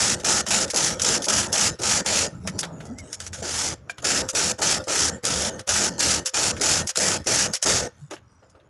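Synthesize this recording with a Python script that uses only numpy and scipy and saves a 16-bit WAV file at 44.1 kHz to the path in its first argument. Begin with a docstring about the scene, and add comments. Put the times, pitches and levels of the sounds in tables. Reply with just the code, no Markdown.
"""A bright rattle opens the scene: the cams of a hand knitting machine rake through its needles, in a small room.
The steel carriage is pushed to and fro, about three strokes a second; it rumbles on its rail and clacks at the turns.
Rattle is trains of needle ticks, rumble is noise and ticks through resonances, clacks are dying noise and ringing modes.
It rests three times, with a slow pass after the first, as loose parts are set by hand: the frame groans, sways and
booms, a guide squeaks, parts bump, a lever drops. The microphone stands close, on the shaking frame."""
import sys
import numpy as np
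from scipy import signal
from scipy.fft import rfft, irfft, next_fast_len
from scipy.io import wavfile
from scipy.ndimage import uniform_filter1d, map_coordinates

SR = 44100
rng = np.random.default_rng(int(sys.argv[2]) if len(sys.argv) > 2 else 0)


def transcribe(u):
    """Save the signal u as a 16-bit wav file named by the first command-line argument.

    u: samples, shape (n,) or (channels, n), limited to [-1, 1]; the rate is SR.
    q: integer samples, one column per channel.
    """
    v = np.clip(np.atleast_2d(u).T, -1, 1)
    q = np.round(v * 32767).astype(np.int16)
    wavfile.write(sys.argv[1], SR, q)


N = 383229  # length in samples
STILL_DB = -90  # level of a rolling part at a standstill, before trim

# pushes of the carriage, levels before trim: enter_s (cams meet the needles), run_up_s (before enter_s),
# pass_s, coast_s (after the pass), level_db, gathered_db (gained on the way), braked_db (lost in braking),
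# weight_db (extra load on the rail)
PUSHES = [ (-.02, 0.056, 0.17, 0.07, -22.5, -3, 2.5, 0.5),
          (0.244, 0.0067, 0.17, 0.029, -21.5, -2, 1.5, -0.5),
          (0.504, 0.026, 0.15, 0.044, -22, -4, 5.5, 0.5), (0.767, 0.031, 0.18, 0.087, -21.5, 1, 14, 1),
          (1.042, .02, 0.14, 0.06, -20.5, -1.5, 6.5, 0), (1.282, 0.014, 0.19, 0.095, -21, 1.5, 14.5, 0),
          (1.535, 0.012, .167, 0.043, -20, 3.5, 7.5, -1.5), (1.831, 0.036, 0.18, 0.018, -21, 0.5, 9.5, 0.5),
          (2.06, 0.0093, 0.21, .016, -21.5, 3, 10.5, 1.5), (3.206, .005, 0.077, .003, -44.5, 0, 2, -5),
          (3.334, .005, 0.081, .01, -43, 3.5, 4, -0.5), (3.424, 0.0017, 0.32, 0.0038, -25, 10.5, 13.5, 0.5),
          (4.042, .015, 0.18, 0.058, -23, -2, 5.5, 1.5), (4.35, 0.015, 0.17, 0.025, -23, -3, 1, 0.5),
          (4.614, 0.025, 0.17, 0.039, -20.5, 0.5, 12, 0),
          (4.879, 0.0058, 0.22, 0.078, -21.5, 5.5, 2.5, -0.5), (5.261, 0.024, .238, .11, -26, -4.5, 4, 3),
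          (5.705, 0.029, 0.19, 0.076, -21.5, 0, 8, -1), (6.0, 0.017, 0.2, 0.029, -21, 0, 11.5, 0.5),
          (6.34, 0.0017, .178, 0.076, -22, 0, 1.5, -0.5), (6.614, 0.014, 0.21, .031, -21, 0.5, 9.5, 1.5),
          (6.997, 0.0223, 0.18, 0.043, -23, -4, 9, 0.5), (7.267, 0.0021, 0.21, 0.039, -21.5, -1, 9.5, 1.5),
          (7.656, .003, 0.22, .003, -22, -3.5, 21.5, 1.5)]
# colour of needle contacts: freq_hz, level_db
NEEDLE_COLOUR = [(350, -25.5), (700, -7), (880, -5), (1060, -12), (1270, -3.5), (1750, -5), (2150, -7),
                 (3000, -5.5), (4000, -7), (5450, 1), (7170, 0.5), (8640, -8.5), (10800, -10),
                 (12400, -35.5)]
# colour of the carriage on its rail, and of dull bumps on the bed: freq_hz, level_db
RAIL_COLOUR = [(180, -40.5), (290, -3.5), (400, -1.5), (500, -1.5), (640, 0), (720, -6), (790, -6.5),
               (900, -5), (1060, -18), (1300, -9), (2200, -31.5), (5000, -59)]


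def amp(db):
    """Decibels to gain."""
    return 10 ** (np.asarray(db) / 20)


def unit(x):
    """Scale to rms 1."""
    return x / np.sqrt(np.mean(x ** 2) + 1e-20)


def along(points, hz):
    """Read (Hz, value) points on a log frequency axis."""
    f, v = np.transpose(points)
    return np.interp(np.log(hz + 1), np.log(f + 1), v)


def coloured(x, spectrum):
    """Give x the (Hz, dB) colour with a minimum-phase filter, so that attacks stay sharp."""
    m = 2 * next_fast_len(len(x) // 2 + 2048)
    shape_db = along(spectrum, np.fft.rfftfreq(m, 1 / SR))
    # folding the cepstrum makes the filter causal
    cepstrum = irfft(np.log(amp(shape_db) + 1e-6), m)
    cepstrum[1:m // 2] *= 2
    cepstrum[m // 2 + 1:] = 0
    return irfft(rfft(x, m) * np.exp(rfft(cepstrum)), m)[:len(x)]


def add(track, s, sound):
    """Mix a sound in at time s."""
    i = max(round(s * SR), 0)
    track[i:i + len(sound)] += sound[:max(len(track) - i, 0)]


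def burst(t60, size=8192):
    """The dense, dying ring of a small steel part: decaying noise, t60 in s."""
    return rng.standard_normal(size) * amp(-60 * np.arange(size) / SR / t60)


def wobble(rate, size):
    """A smooth random curve, rate knots a second."""
    knots = rng.standard_normal(int(size * rate / SR) + 4)
    return map_coordinates(knots, [np.arange(size) * rate / SR])


def shifting(x, depth_db, size=4, count=16):
    """The resonances change as the carriage moves: gains drift, smoothed over size bins and count frames."""
    z = signal.stft(x, nperseg=512)[2]
    field = uniform_filter1d(rng.standard_normal(z.shape), size, 0)
    field = uniform_filter1d(field, count, 1)
    moved = signal.istft(z * amp(depth_db * unit(field)), nperseg=512)[1]
    return unit(moved[:len(x)])


def ticks(rate, scatter, uneven_db):
    """One tick per needle at the given rate, each a little early or late (scatter in needles), strong or weak."""
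    count = np.cumsum(rate) / SR
    needle = np.arange(int(count[-1]))
    chance = rng.standard_normal((len(needle), 2))
    at = np.searchsorted(count, needle + scatter * chance[:, 0])
    strength = amp(uneven_db * np.clip(chance[:, 1], -2, 2))
    return np.bincount(at, strength, len(rate) + 1)[:len(rate)]


def contacts(rate, t60, kept_db=-4, count=4):
    """Each needle is raised, flips its latch, is pulled down and is released: four trains of ticks."""
    out = np.zeros(len(rate))
    decay = amp(-60 * np.arange(SR // 10) / SR / t60)
    for _ in range(count):
        train = ticks(rate, scatter=.22, uneven_db=0.5)
        # within a train the cam rings alike each time, but every needle has a ring of its own
        cam = signal.fftconvolve(train, burst(t60))[:len(rate)]
        energy = np.abs(signal.fftconvolve(train ** 2, decay ** 2)[:len(rate)])
        needle_rings = np.sqrt(energy) * rng.standard_normal(len(rate))
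        out += amp(kept_db) * cam + needle_rings
    return unit(out)


def needles(peak_rate=420, edge=.003, slow_tilt_db=5.0, judder_db=1.5):
    """The cams run through the needles, fastest in mid-stroke, and leave the last one abruptly."""
    gather_share = 0.52  # part of the pass over which the push reaches its level
    brake_db_per_s = 217.5  # the rattle fades this fast as the arm brakes
    out = np.zeros(N)
    for enter, _, length, _, db, gathered_db, braked_db, _ in PUSHES:
        leave = enter + length
        t = np.arange(max(enter, -edge), leave + edge, 1 / SR)
        way = np.linspace(0, 1, len(t))
        speed = .6 + .4 * np.sin(np.pi * way)
        missing_db = gathered_db * np.clip(1 - way / gather_share, 0, 1)
        braking_db = np.maximum(braked_db - brake_db_per_s * (leave - t), 0)
        level = db - missing_db - braking_db
        clicks = contacts(peak_rate * speed, t60=.012)
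        rattle = shifting(coloured(clicks, NEEDLE_COLOUR), depth_db=1.5)
        # gentle contacts are duller than hard ones
        dull = signal.sosfilt(signal.butter(1, 3000, fs=SR, output="sos"), rattle)
        softness = np.clip((np.max(level) - level) / 10, 0, 1)
        rattle = unit(rattle + (amp(slow_tilt_db * softness) - 1) * dull)
        # the carriage judders over stiff and easy stitches
        judder = judder_db * wobble(140, len(t))
        engaged = np.clip(np.minimum(t - t[0], t[-1] - t) / edge, 0, 1)
        add(out, t[0], rattle * engaged * amp(level + judder))
    return out


def pushed(law):
    """Level in dB of a part that builds up with each push, holds through the needles, coasts and dies at the halt."""
    wake_s, dying_s = .02, .07  # fades from and to stillness
    brake_share = 0.11  # part of the braking loss that the rolling parts feel
    over_db, short_db, build, coast_db = law
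    t, out = np.arange(N) / SR, np.full(N, float(STILL_DB))
    for enter, run_up, length, coast, db, gathered_db, braked_db, weight_db in PUSHES:
        start, leave = enter - run_up, enter + length
        halt = leave + coast
        built = min(start + build, leave)
        top = db + weight_db + over_db
        braked = top - brake_share * braked_db
        times = [start - wake_s, start, built, (built + leave) / 2, leave, halt, halt + dying_s]
        times = np.maximum.accumulate(times)
        levels = [STILL_DB, top - gathered_db - short_db, top - gathered_db / 2, top,
                  braked, braked - coast_db, STILL_DB]
        now = slice(*np.searchsorted(t, times[[0, -1]]))
        # where pushes overlap, the stronger one is heard
        out[now] = np.maximum(out[now], np.interp(t[now], times, levels))
    return out


def curves(rows):
    """One value per sample for each column after the time."""
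    s, *cols = np.transpose(rows)
    return [np.interp(np.arange(N) / SR, s, c) for c in cols]


def resting():
    """Levels in dB of rumble, rail and hiss while hands rest on the machine, ease it along or lean on it."""
    # three spells, levels before trim: time_s, rumble_db, rail_db, hiss_db
    creep = [(2.29, -48, -50, -56), (2.39, -38, -53, -56.5), (2.48, -47, -52, -49), (2.564, -36, -44, -48),
             (2.648, -56, -42.5, -44), (2.71, -43, -45.5, -63), (2.832, -42, -46, -50),
             (3.006, -47, -49.5, -64), (3.026, -44, -50, -53), (3.132, -57, -51.5, -43),
             (3.19, -51.5, -53.5, -50), (3.45, -43.5, -54, -72)]  # hands rest on the machine or ease it along
    pause = [(3.745, -43, -53.5, -49), (3.795, -50.5, -58.5, -71), (3.947, -55, -60.5, -62),
             (3.965, -73, -66.5, -70), (3.991, -45.5, -54, -59), (4.04, -52, -53, -49)]  # the same, more briefly
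    lean = [(7.89, -61.5, -72, -65), (8.028, -59, -66, -55), (8.156, -58, -68, -74),
            (8.394, -62, -69, -66.5), (8.69, -63, -61, -73)]  # the machine is leant on in the last rest
    # trim of the spells: rumble_db, rail_db, hiss_db
    rest_trim = (2.5, 2.5, -2)
    t = np.arange(N) / SR
    spells = []
    for rows in (creep, pause, lean):
        inside = (t > rows[0][0]) & (t < rows[-1][0])
        spells.append(np.where(inside, curves(rows), STILL_DB))
    return np.max(spells, axis=0) + np.array(rest_trim)[:, None]


def resonate(x, modes):
    """Ring x through (Hz, width, dB) resonances, each a band-pass applied twice."""
    m = next_fast_len(N + SR // 2)
    f = np.fft.rfftfreq(m, 1 / SR)
    gain = sum(amp(db) * (1j * f * w / (c * c - f * f + 1j * f * w)) ** 2 for c, w, db in modes)
    return irfft(rfft(x, m) * gain, m)[:N]


def shaken(modes, wander_db):
    """Noise shakes a set of resonances; each swells and fades as the load moves across it."""
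    out = np.zeros(N)
    for mode in modes:
        out += amp(wander_db * wobble(9, N)) * resonate(rng.standard_normal(N), [mode])
    return unit(out)


def rolling(rumble_db=-1.0, thud_db=-8, hum_db=-3, drone_db=-2, hiss_db=-2, wander_db=3.0,
            brisk_db=-40, bumpy_db=1):
    """Bumps along the rail shake the stand and the bed; the sliding faces hiss."""
    # how each part answers a push: over_db (relative to the stroke, before trim), short_db (missing at the start),
    # build_s (zero or less: at once), coast_db (lost while coasting)
    frame_law = (-12.5, 7.5, 0.1, 2.5)
    bed_law = (-13, 6, 0.34, 4)
    rail_law = (-11, 5, -0.9, 10.5)
    slide_law = (-17, -9.5, -2.5, 8.5)
    # resonances of the iron stand: freq_hz, width_hz, gain_db
    stand_modes = [(80.76, 40, 0), (117.6, 47, -3), (163, 33, -1.5), (206.3, 47, 1.5), (281, 68, -5.5)]
    # resonances of the needle bed under the rolling carriage: freq_hz, width_hz, gain_db
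    hum_modes = [(360, 34, -3), (502.7, 76, -2), (573, 90, -5.5), (1511.6, 130, -14), (1815.3, 98, -9)]
    # colour of the shaking frame: freq_hz, level_db
    frame_colour = [(20, -20.5), (42, -4.5), (58, -25.5), (76, -3), (110, -5), (140, -1.5), (200, 0.5),
                    (255, -4), (330, -12), (450, -22), (900, -49)]
    driven = [pushed(frame_law), pushed(rail_law), pushed(slide_law)]
    frame_db, rail_db, slide_db = np.maximum(driven, resting()) + bumpy_db * wobble(25, N)
    bed_db = pushed(bed_law)
    # a creeping carriage mostly rocks the two lowest modes; a brisk one also wakes the upper ones
    upper = amp(np.clip(0.79 * (rail_db - brisk_db), -11, 1.5))
    low_modes, upper_modes = shaken(stand_modes[:2], wander_db), shaken(stand_modes[2:], wander_db)
    stand = (low_modes + upper * upper_modes) / np.sqrt(1 + upper ** 2)
    thud = unit(coloured(rng.standard_normal(N), frame_colour))
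    rumble = unit(stand + amp(thud_db) * thud)
    hum = shaken(hum_modes, wander_db)
    drone = shifting(coloured(contacts(np.full(N, 130.), t60=0.038), RAIL_COLOUR), depth_db=3)
    hiss = shifting(coloured(contacts(np.full(N, 110.), t60=0.028), NEEDLE_COLOUR), depth_db=6.5)
    out = amp(frame_db + rumble_db) * rumble
    out += amp(bed_db + hum_db) * hum
    out += amp(rail_db + drone_db) * drone
    out += amp(slide_db + hiss_db) * hiss
    return out


def blow(spectrum, t60, chatter_db, chatter_t60, lead=.01, lead_db=-13, settle=0.025, snap_db=2, size=441):
    """Parts scrape together, snap shut and chatter until they seat; rms 1 over the strike's first size samples."""
    t = np.arange(SR // 8) / SR
    strike = amp(snap_db) * burst(0.013, size=len(t)) + burst(t60, size=len(t))
    unseated = 1 / (1 + (t / settle) ** 10)
    uneven_db = 4.3 * np.minimum(wobble(160, len(t)), 1)
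    chatter = unseated * amp(chatter_db + uneven_db) * burst(chatter_t60, size=len(t))
    count = round(lead * SR)
    scrape = amp(lead_db) * np.linspace(0, 1, count) * rng.standard_normal(count)
    x = np.concatenate([scrape, strike + chatter])
    x = shifting(coloured(x, spectrum), depth_db=2)
    return lead, x / np.sqrt(np.mean(x[count:count + size] ** 2))


def ring(modes, vary_db, attack):
    """A struck part's decaying sine modes, at new strengths for each blow."""
    t = np.arange(SR // 3) / SR
    x = np.zeros(len(t))
    for hz, db, t60 in modes:
        level = db + vary_db * rng.standard_normal() - 60 * t / t60
        x += amp(level) * np.sin(2 * np.pi * (hz * t + rng.random()))
    return x * (1 - np.exp(-t / attack))


def clacks(steel_db=-4, knock_db=-4, ring_db=-19):
    """Steel hits steel: a bright crack, a knock of the carriage shell, and the bed rings on in step with the knock."""
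    # stops, cam switches and yarn carriers striking, levels before trim: strike_s, crack_db, shell_db
    strikes = [(.199, -35.5, -38), (0.4646, -25.5, -27.5), (.4845, -22.5, -37), (.679, -34, -40),
               (0.7016, -21.5, -35), (0.7442, -21, -32), (0.761, -15, -28.5), (.9968, -23.5, -27),
               (1.018, -14.5, -35.5), (1.221, -25, -37.5), (1.243, -22.5, -36), (1.2848, -17.5, -34.5),
               (1.528, -15, -27.5), (1.796, -35.5, -44), (1.8173, -25.5, -36.5), (2.0612, -20, -27),
               (2.4746, -24, -26.5), (2.5904, -18.5, -33.5), (2.631, -31.5, -24.5), (2.8054, -47, -38.5),
               (2.8542, -44.5, -62), (2.9856, -35, -45), (3.129, -25.5, -38), (3.2027, -29, -34.5),
               (3.2654, -30, -37.5), (3.331, -31, -35.5), (3.344, -33.5, -35.5), (3.8972, -36, -33.5),
               (3.9823, -41.5, -36), (4.0484, -22.5, -28.5), (4.2888, -21, -30.5), (4.35, -23, -37),
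               (4.59, -34, -43), (4.84, -38, -55), (5.242, -27.5, -33.5), (5.252, -16.5, -27),
               (5.5934, -33, -33), (5.6764, -25.5, -32), (5.691, -14.5, -22), (5.9934, -18, -39),
               (6.2584, -17.5, -31.5), (6.2753, -24, -33), (6.566, -38, -33), (6.6123, -18, -34),
               (6.8727, -21, -39), (6.8925, -20, -29.5), (6.9578, -22, -26), (6.9725, -14.5, -46),
               (7.243, -41.5, -51), (7.2705, -24, -43.5), (7.5355, -18, -28), (7.5539, -24, -31.5),
               (7.6265, -15, -25), (8.11, -36.5, -35.5), (8.135, -40.5, -36.5), (8.166, -58, -42.5),
               (8.43, -72, -60), (8.498, -55.5, -70), (8.552, -72, -59), (8.6, -77, -58)]
    # the bed sings on after the carriage halts, or at a light touch: start_s, level_db
    touches = [(.199, -47), (1.795, -44), (3.378, -41), (3.48, -41), (3.865, -52.5), (4.225, -35),
               (4.289, -37), (4.797, -25.5), (5.535, -33), (5.592, -43), (6.25, -37.5), (6.87, -49),
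               (7.528, -36.5), (8.11, -38.5), (8.421, -49.5), (8.546, -54), (8.589, -54)]
    # ringing of the needle bed: pitch_hz, level_db, t60_s
    bed_modes = [(522, 0, .24), (590, -7, .17), (1160, -15, .11), (1255, -14, .1), (1420, -15, .09),
                 (1800, -19, .07), (2700, -22, .07)]
    # colours of the steel crack and of the shell knock: freq_hz, level_db
    steel_colour = [(900, -39), (2000, -10), (4000, -6.5), (5300, 4), (6300, 4.5), (7300, 2.5), (8500, -5),
                    (10800, -4.5), (12400, -31)]
    knock_colour = [(250, -17), (600, -0.5), (850, -7), (1080, -4.5), (1400, 2), (1750, 0.5), (2300, -4),
                    (3500, -2), (7000, -29)]
    chatter_db = -3.5  # loose parts rattling after a blow; 3 dB less in the shell
    out = np.zeros(N)
    for s, crack_db, shell_db in strikes:
        lead, crack = blow(steel_colour, t60=0.05, chatter_db=chatter_db, chatter_t60=0.4)
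        add(out, s - lead, amp(crack_db + steel_db) * crack)
        lead, shell = blow(knock_colour, t60=0.085, chatter_db=chatter_db - 3, chatter_t60=0.21)
        add(out, s - lead, amp(shell_db + knock_db) * shell)
        add(out, s, amp(shell_db + ring_db) * ring(bed_modes, vary_db=1, attack=.0022))
    for s, db in touches:
        add(out, s, amp(db) * ring(bed_modes, vary_db=4, attack=.0022))
    return out


def rubbed_tone(rows, waver, uneven_db, fade=0.016):
    """Stick and slip: an unsteady tone on a (s, Hz, dB) path."""
    hz, db = curves(rows)
    t = np.arange(N) / SR
    on = np.clip(np.minimum(t - rows[0][0], rows[-1][0] - t) / fade, 0, 1)
    phase = 2 * np.pi * np.cumsum(hz * (1 + waver * wobble(120, N))) / SR
    return on * amp(db + uneven_db * wobble(50, N)) * np.sin(phase)


def handling(groan_db=1, squeak_db=-5):
    """Under the hands the frame groans, sways and booms, a guide squeaks, parts bump and a lever drops."""
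    # paths of rubbed tones, groan and squeak before trim: time_s, pitch_hz, level_db
    groan = [(2.32, 170.2, -42), (2.39, 170.7, -39), (2.48, 200, -36), (2.54, 175.4, -43),
             (2.73, 160.3, -43), (2.86, 151.6, -48), (2.91, 229.6, -40), (2.97, 240, -43),
             (3.04, 158.9, -53.5)]  # the frame is leant on
    sway = [(3.16, 88.4, -44), (3.37, 82.6, -45), (3.73, 80.2, -38), (3.8, 80, -58)]  # the frame's low sway during the slow pass
    squeak = [(2.85, 1940, -51), (2.95, 2020, -63), (3.0, 2150, -35), (3.06, 1957, -73)]  # a dry guide, as the carriage is eased along
    boom = [(8.008, 150, -44), (8.04, 143, -35), (8.072, 140, -45)]  # the stand booms softly, pressed once
    # dull bumps of hands and parts on the bed: strike_s, level_db
    thuds = [(2.45, -40.5), (2.631, -39), (3.872, -54), (7.662, -26.5), (8.11, -35.5), (8.425, -56),
             (8.548, -53.5)]
    # a lever drops home and rings: strike_s, level_db
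    lever_drops = [(3.896, -24.5), (3.981, -43.5)]
    # ringing of the lever: pitch_hz, level_db, t60_s
    lever_modes = [(700, -5.5, 0.047), (1450, -4.5, 0.023), (1607, -2, .05), (1870, -13.5, .05),
                   (2260, -14.5, .08), (2374, -1, 0.044)]
    out = amp(groan_db) * rubbed_tone(groan, waver=0.087, uneven_db=5.5)
    out += rubbed_tone(sway, waver=0.051, uneven_db=-1.0)
    out += amp(squeak_db) * rubbed_tone(squeak, waver=.02, uneven_db=1.5)
    out += rubbed_tone(boom, waver=.12, uneven_db=1.5)
    for s, db in thuds:
        lead, thud = blow(RAIL_COLOUR, t60=.15, chatter_db=0, chatter_t60=0.36, settle=0.045, snap_db=-11)
        add(out, s - lead, amp(db) * thud)
    for s, db in lever_drops:
        add(out, s, amp(db) * ring(lever_modes, vary_db=2.0, attack=.0004))
    return out


def room(x):
    """The walls' answer: a noise tail whose decay time depends on frequency, soonest gone at both extremes."""
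    # decay of the small room: freq_hz, t60_s
    room_decay = [(150, 0.11), (1500, 0.55), (10000, 0.15)]
    hz, t, z = signal.stft(rng.standard_normal(SR // 2), SR, nperseg=256)
    decay = amp(-60 * t / along(room_decay, hz)[:, None])
    tail = signal.istft(z * decay, SR, nperseg=256)[1]
    return signal.fftconvolve(x, tail / np.linalg.norm(tail))[:N]


def scene(room_db=-24, hush_db=-66):
    """The machine close by, a little room, and the room's quiet."""
    # colour of the room's quiet: freq_hz, level_db
    hush_colour = [(18, -39.5), (30, -7), (86, 5.5), (387, -21), (689, -20.5), (1080, -2), (7840, -38),
                   (12000, -65.5), (15600, -77.5), (22000, -120)]
    machine = needles() + rolling() + clacks() + handling()
    hush = amp(hush_db) * unit(coloured(rng.standard_normal(N), hush_colour))
    return (machine + amp(room_db) * room(machine) + hush)[None]


def record(dry):
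    """The recorder rounds off the highest peaks and keeps nothing above its band limit."""
    top_hz = 12400
    rounded = dry / (1 + (dry / .55) ** 4) ** (1 / 4)
    m = next_fast_len(N + SR // 2)
    kept = np.fft.rfftfreq(m, 1 / SR) < top_hz
    return irfft(rfft(rounded, m) * kept, m)[:, :N]


dry = scene()
out = record(dry)
transcribe(out)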